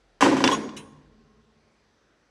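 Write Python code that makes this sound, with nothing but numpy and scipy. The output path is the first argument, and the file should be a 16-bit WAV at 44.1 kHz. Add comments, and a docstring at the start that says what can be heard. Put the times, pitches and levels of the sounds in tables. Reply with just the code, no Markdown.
"""Over faint air noise and a low hum, a heavy weight lands with a boom on the plate lying on a steel scale.
It rocks for a third of a second, and each impact excites the normal modes of what it strikes: the hollow
platform booms, its deck clangs, iron clacks on iron, a loose steel part chinks and the rim judders.
The platform sways on with a faint pulsing ring, and the gym reverberates around the close sounds."""
import sys
import numpy as np
from scipy import signal
from scipy.fft import irfft, next_fast_len
from scipy.io import wavfile

SR = 44100
rng = np.random.default_rng(int(sys.argv[2]) if len(sys.argv) > 2 else 0)


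def generate_wav(signal):
    """Clip the signal to [-1, 1] and save it as 16-bit WAV at the path in sys.argv[1]."""
    frames = np.transpose(np.atleast_2d(signal))
    scaled = np.clip(frames, -1, 1) * 32767
    pcm = np.round(scaled).astype(np.int16)
    wavfile.write(sys.argv[1], SR, pcm)


N = 101429


def undb(db):
    """Amplitude ratio of a level in decibels."""
    return 10 ** (np.asarray(db) / 20)


def clock():
    """Time of every sample in seconds."""
    return np.arange(N) / SR


def fade(t60, size=N):
    """Damping: exponential decay by 60 dB in t60 seconds."""
    return np.exp(-np.log(1000) * np.arange(size) / (SR * t60))


def rise(seconds):
    """First-order build-up with the given time constant."""
    return 1 - np.exp(-clock() / seconds)


def walk(rate):
    """Random drift through rate new values a second, with spread near 1."""
    steps = rng.standard_normal(size=2048)
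    return np.interp(clock() * rate, np.arange(len(steps)), steps)


def low_cut(x, hz):
    """Second-order high-pass."""
    return signal.sosfilt(signal.butter(2, hz, "high", fs=SR, output="sos"), x)


def bands(table, size=N):
    """Third-octave bands of noise, each with the table's columns read at its centre."""
    table, padded = np.array(table), next_fast_len(size, True)
    freq = np.fft.rfftfreq(padded, 1 / SR)
    spectrum = np.exp(2j * np.pi * rng.random(len(freq))) * np.sqrt(padded)
    edges = 25 * 2 ** (np.arange(28) / 3)
    for lo, hi in zip(edges, edges[1:]):
        values = [np.interp(np.log(lo * hi) / 2, np.log(table[:, 0]), col) for col in table.T[1:]]
        yield irfft(spectrum * ((freq >= lo) & (freq < hi)), padded)[:size], *values


def dense_modes(table, size=32768):
    """Modal overlap: unresolved modes ring as noise, from rms 1, each band with its own decay."""
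    parts = [(noise * undb(db), t60) for noise, db, t60 in bands(table, size)]
    ring = sum(part * fade(t60, size) for part, t60 in parts)
    return np.pad(ring / np.std(sum(part for part, _ in parts)), (0, N - size))


def modes(table):
    """Free vibration: each normal mode is a damped sinusoid."""
    ring, t = np.zeros(N), clock()
    for hz, db, t60 in table:
        size = int(np.clip(2 * t60 * SR, 1, N))
        ring[:size] += undb(db) * np.sqrt(2) * np.sin(2 * np.pi * hz * t[:size]) * fade(t60, size)
    return ring


def strike(times, levels_db, ring):
    """Superposition: each impact starts a scaled copy of the impulse response."""
    hits = np.zeros(N)
    np.add.at(hits, np.clip(np.asarray(times) * SR, 0, N - 1).astype(int), undb(levels_db))
    return signal.fftconvolve(hits, ring)[:N]


def background(air_db=-66, waver_db=1.5, hum_hz=50.5, drift_hz=6):
    """Random modulation: air noise wavers in level; a low hum drifts in pitch and swells once."""
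    # Each row: frequency in Hz, relative spectral density in dB.
    air_spectrum = [(25, -20.5), (69, -9.5), (510, -7.5), (907, -14), (1660, -13), (2600, -21),
                    (5660, -23.5), (12000, -47.5)]
    # Each row: time in seconds, level in dB.
    hum_levels = [(0, -65), (1.02, -66.5), (1.07, -60), (1.7, -78)]
    air = sum(noise * undb(db + waver_db * walk(7.5)) for noise, db in bands(air_spectrum))
    phase = 2 * np.pi * np.cumsum(hum_hz + drift_hz * walk(12)) / SR
    hum = np.sqrt(2) * np.sin(phase) * undb(np.interp(clock(), *np.array(hum_levels).T))
    return undb(air_db) * air / np.std(air) + hum


def body(times, levels_db, rise_s, bend_share=.022, waver_db=5.5, waver_rate_hz=30):
    """Energy summation: blows feed the body's modes, which waver as the load shifts."""
    # Each row: frequency in Hz, relative level in dB, t60 in seconds.
    body_modes = [(149.9, -21.5, 1.4), (212.6, -18.5, 1.15), (244.8, -10.5, 0.39), (274, -4.5, 0.34),
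                  (316.8, -12, 0.32), (375.2, -14.5, .45), (440, -20, 0.89)]
    out = 0
    for hz, db, t60 in body_modes:
        energy = strike(times, 2 * levels_db, (fade(t60) * rise(rise_s)) ** 2)
        phase = 2 * np.pi * np.cumsum(hz * (1 + bend_share * walk(waver_rate_hz))) / SR
        out += np.sqrt(2 * np.abs(energy)) * undb(db + waver_db * walk(waver_rate_hz)) * np.sin(phase)
    return out


def deck(times, levels_db, detune_share=.022, scatter_db=5):
    """Point excitation: spot and load differ with each blow, so the modes vary in strength and pitch."""
    # Each row: frequency in Hz, relative level in dB, t60 in seconds.
    deck_modes = [(584, -14.5, .14), (735, -12, 0.092), (868, -11.5, 0.16), (914, -2.5, 0.11),
                  (1005.6, -1, 0.07), (1110, -18.5, .1), (1461, -20, 0.21), (1635, -19, 0.27)]
    hz, db, t60 = np.array(deck_modes).T
    out = 0
    for time, level in zip(times, levels_db):
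        bend, spot = rng.standard_normal((2, len(hz)))
        ring = modes(zip(hz * (1 + detune_share * bend), db + scatter_db * spot, t60))
        out += strike([time], [level], ring)
    return out


def platform(boom_rise_s=.0059, clang_rise_s=.00035):
    """Impact excitation: each blow sets the hollow body, the deck and the sheet metal vibrating."""
    # Each row: start in seconds, then relative levels of boom, clang and clash in dB.
    blows = [(0.2078, -32, -24, -20), (0.2143, -24, -25.5, -26), (0.2245, -20, -10.5, -22),
             (.256, -20, -21, -38), (.262, -19, -16.5, -37.5), (.278, -25, -27.5, -39.5),
             (0.315, -22, -26.5, -37), (.326, -23, -22.5, -40.5), (.367, -40.5, -27, -30.5),
             (.405, -23.5, -22.5, -34.5), (0.4398, -18, -20, -23.5), (0.4758, -27, -25, -45.5),
             (.489, -34.5, -19.5, -42), (.517, -25.5, -20.5, -48), (.629, -33.5, -52.5, -69)]
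    # Dense modes of body, deck and sheet metal.
    # Each row: frequency in Hz, relative spectral density in dB, t60 in seconds.
    boom_bands = [(39.96, -29.5, 0.35), (89.87, -17, 0.53), (168, -25.5, 0.84), (279.2, 2.5, 0.36),
                  (430, -11, 0.6), (756, -16, 0.37), (1500, -49, 0.087)]
    clang_bands = [(250, -16.5, 0.23), (550, -0.5, 0.046), (970, 0.5, .03), (2550, -16, 0.055),
                   (6100, -45, .04)]
    clash_bands = [(300, -17, 0.37), (960, 7.5, 0.29), (2300, -5, 0.62), (2930, -1, 0.3), (3800, -15, 0.72),
                   (5483, -9.5, 0.43), (8126, -14.5, 0.34), (12300, -34, .35)]
    # The deck's brief first flex. Each row: frequency in Hz, relative level in dB, t60 in seconds.
    flex_modes = [(474.3, -5.5, 0.006), (1002, -1.5, 0.038)]
    times, boom_db, clang_db, clash_db = np.array(blows).T
    boom = body(times, boom_db - 3, boom_rise_s)
    boom += strike(times, boom_db - .5, dense_modes(boom_bands) * rise(boom_rise_s))
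    flex = (modes(flex_modes) + undb(-1) * dense_modes(clang_bands)) * rise(clang_rise_s)
    clang = strike(times, clang_db, flex) + deck(times, clang_db - 6)
    clash = strike(times, clash_db, dense_modes(clash_bands))
    return boom + low_cut(clang + clash, hz=252)  # clang and clash carry no deep bass


def iron(rattle_count=30):
    """Hard contact gives a wide spectrum: iron clacks on iron amid a rattle of small random impacts."""
    # Each row: start in seconds, then relative levels of snap and dull knock in dB.
    clacks = [(0.368, -33, -27.5), (0.44, -13.5, -12.5), (0.4426, -17, -16), (0.4762, -13.5, -28),
              (0.5137, -27, -29.5), (0.5499, -30.5, -28), (0.691, -41.5, -39)]
    # Each row: frequency in Hz, relative spectral density in dB, t60 in seconds.
    clack_bands = [(150, -32, .03), (1350, -0.5, 0.045), (2850, 1.5, 0.032), (5720, -4, 0.033),
                   (11910, -33.5, .03)]
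    # The weight and its seat. Each row: frequency in Hz, relative level in dB, t60 in seconds.
    weight_modes = [(2620, -8.5, .015), (2854, 0, .02), (3470, -19, 0.32), (4640, -8.5, 0.01452),
                    (5650, -7.5, .018)]
    seat_modes = [(1436, 0.0096, 0.012)]
    times, snap_db, knock_db = np.array(clacks).T
    rattle_times = rng.uniform(.21, .56, rattle_count)
    rattle_db = rng.normal(-38, 1.5, rattle_count)
    ring, attack = modes(weight_modes), rise(seconds=.0003)
    snaps = sum(strike([time], [db], (undb(-2) * dense_modes(clack_bands) + ring) * attack)
                for time, db in zip(times, snap_db))
    knocks = strike(times, knock_db, modes(seat_modes) * attack)
    return snaps + knocks + strike(rattle_times, rattle_db, dense_modes(clack_bands))


def loose_steel(contacts=6, length_s=.012, focus_db_per_octave=24):
    """Resonance: a loose part chatters, and its modes near one pitch build up and ring on as a chink."""
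    # Each row: start in seconds, relative levels of grit and ring in dB, favoured pitch in Hz.
    chinks = [(0.494, -37.5, -37.5, 5800), (0.514, -30.5, -29.5, 3213), (0.525, -33, -29.5, 6190),
              (0.765, -36.5, -46, 9100)]
    # Each row: frequency in Hz, relative spectral density in dB, t60 in seconds.
    grit_bands = [(303.3, -23.5, 0.11), (3200, 6, 0.16), (4440, -2.5, 0.05), (6100, -1.5, 0.13),
                  (11900, -13, 0.0795)]
    # Each row: frequency in Hz, relative level in dB, t60 in seconds.
    steel_modes = [(3310, 10, 0.08), (5700, -2.5, 0.1011), (6660, 4, 0.15), (6754, -10.5, 0.19),
                   (9285, -6, 0.28), (10060, -2.5, 0.096), (10300, -5, 0.12)]
    out, grit = 0, dense_modes(grit_bands)
    hz, db, t60 = np.array(steel_modes).T
    for start, grit_db, ring_db, pitch in chinks:
        times = start + length_s * (np.arange(contacts) + rng.random(contacts) / 2) / contacts
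        tones = modes(zip(hz, db - focus_db_per_octave * np.abs(np.log2(hz / pitch)), t60))
        out += strike(times, grit_db, grit) / np.sqrt(contacts)
        out += strike([start], [ring_db], tones * rise(length_s / 2))
    return out


def judder(start_s=.515, length_s=.045, start_hz=1117.4, sag_hz_per_s=2030, db=-23.5, rough_db=6):
    """Repetition pitch: fast contacts of the rim on the deck fuse into a rough, sinking squawk."""
    t = np.clip(clock() - start_s, 0, length_s)
    hz = (start_hz - sag_hz_per_s * t) * (1 + .014 * walk(305.1))
    swell = undb(db + rough_db * walk(270)) * np.sin(np.pi * t / length_s)
    return swell * np.sqrt(2) * np.sin(2 * np.pi * np.cumsum(hz) / SR)


def sway(start_s=1.03, period_s=.092, waver_hz=9.43):
    """Amplitude modulation: a faint lingering ring pulses with every swing of the platform."""
    # Each row: frequency in Hz, relative level in dB, pulses per swing, depth from 0 to 1.
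    sway_tones = [(217, -55, 1, 0.6), (425, -60.5, 2, 1), (1080, -67.5, 1, 1)]
    out, t = 0, clock() - start_s
    envelope = fade(t60=2.33) * rise(seconds=.16)
    for hz, db, pulses, depth in sway_tones:
        pulse = 1 + depth * np.cos(2 * np.pi * pulses * t / period_s)
        tone = np.sqrt(2) * np.sin(2 * np.pi * np.cumsum(hz + waver_hz * walk(30)) / SR)
        out += strike([start_s], [db], envelope) * pulse * tone
    return out


def gym(x):
    """Diffuse reverberation: reflections merge into a noise tail in which the lows stay longest."""
    # Each row: frequency in Hz, relative gain in dB, t60 in seconds.
    room_bands = [(60, -8, 4.5), (220.3, -15, 1.3), (1700, -13, 0.84), (2860, -23.5, 0.99),
                  (5863, -12, 0.65), (12000, -10.5, 0.39)]
    # The square root makes a band's energy independent of its decay time.
    tail = sum(noise * undb(db) * fade(t60) * np.sqrt(2 * np.log(1000) / (t60 * SR))
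               for noise, db, t60 in bands(room_bands))
    return signal.fftconvolve(x, tail * rise(seconds=.045))[:N]


def scene():
    """Direct sound, reverberant field and background add linearly."""
    direct = platform() + iron() + judder() + loose_steel() + sway()
    return (direct + gym(direct) + background())[None]


def record(dry, top_hz=11950):
    """Band limiting and soft saturation thin the deep bass, round the peaks and cut the top."""
    thin = low_cut(dry, hz=42)
    rounded = thin / (1 + thin ** 4) ** (1 / 4)
    return signal.sosfilt(signal.ellip(10, .2, 70, top_hz, fs=SR, output="sos"), rounded)


dry = scene()
out = record(dry)
generate_wav(out)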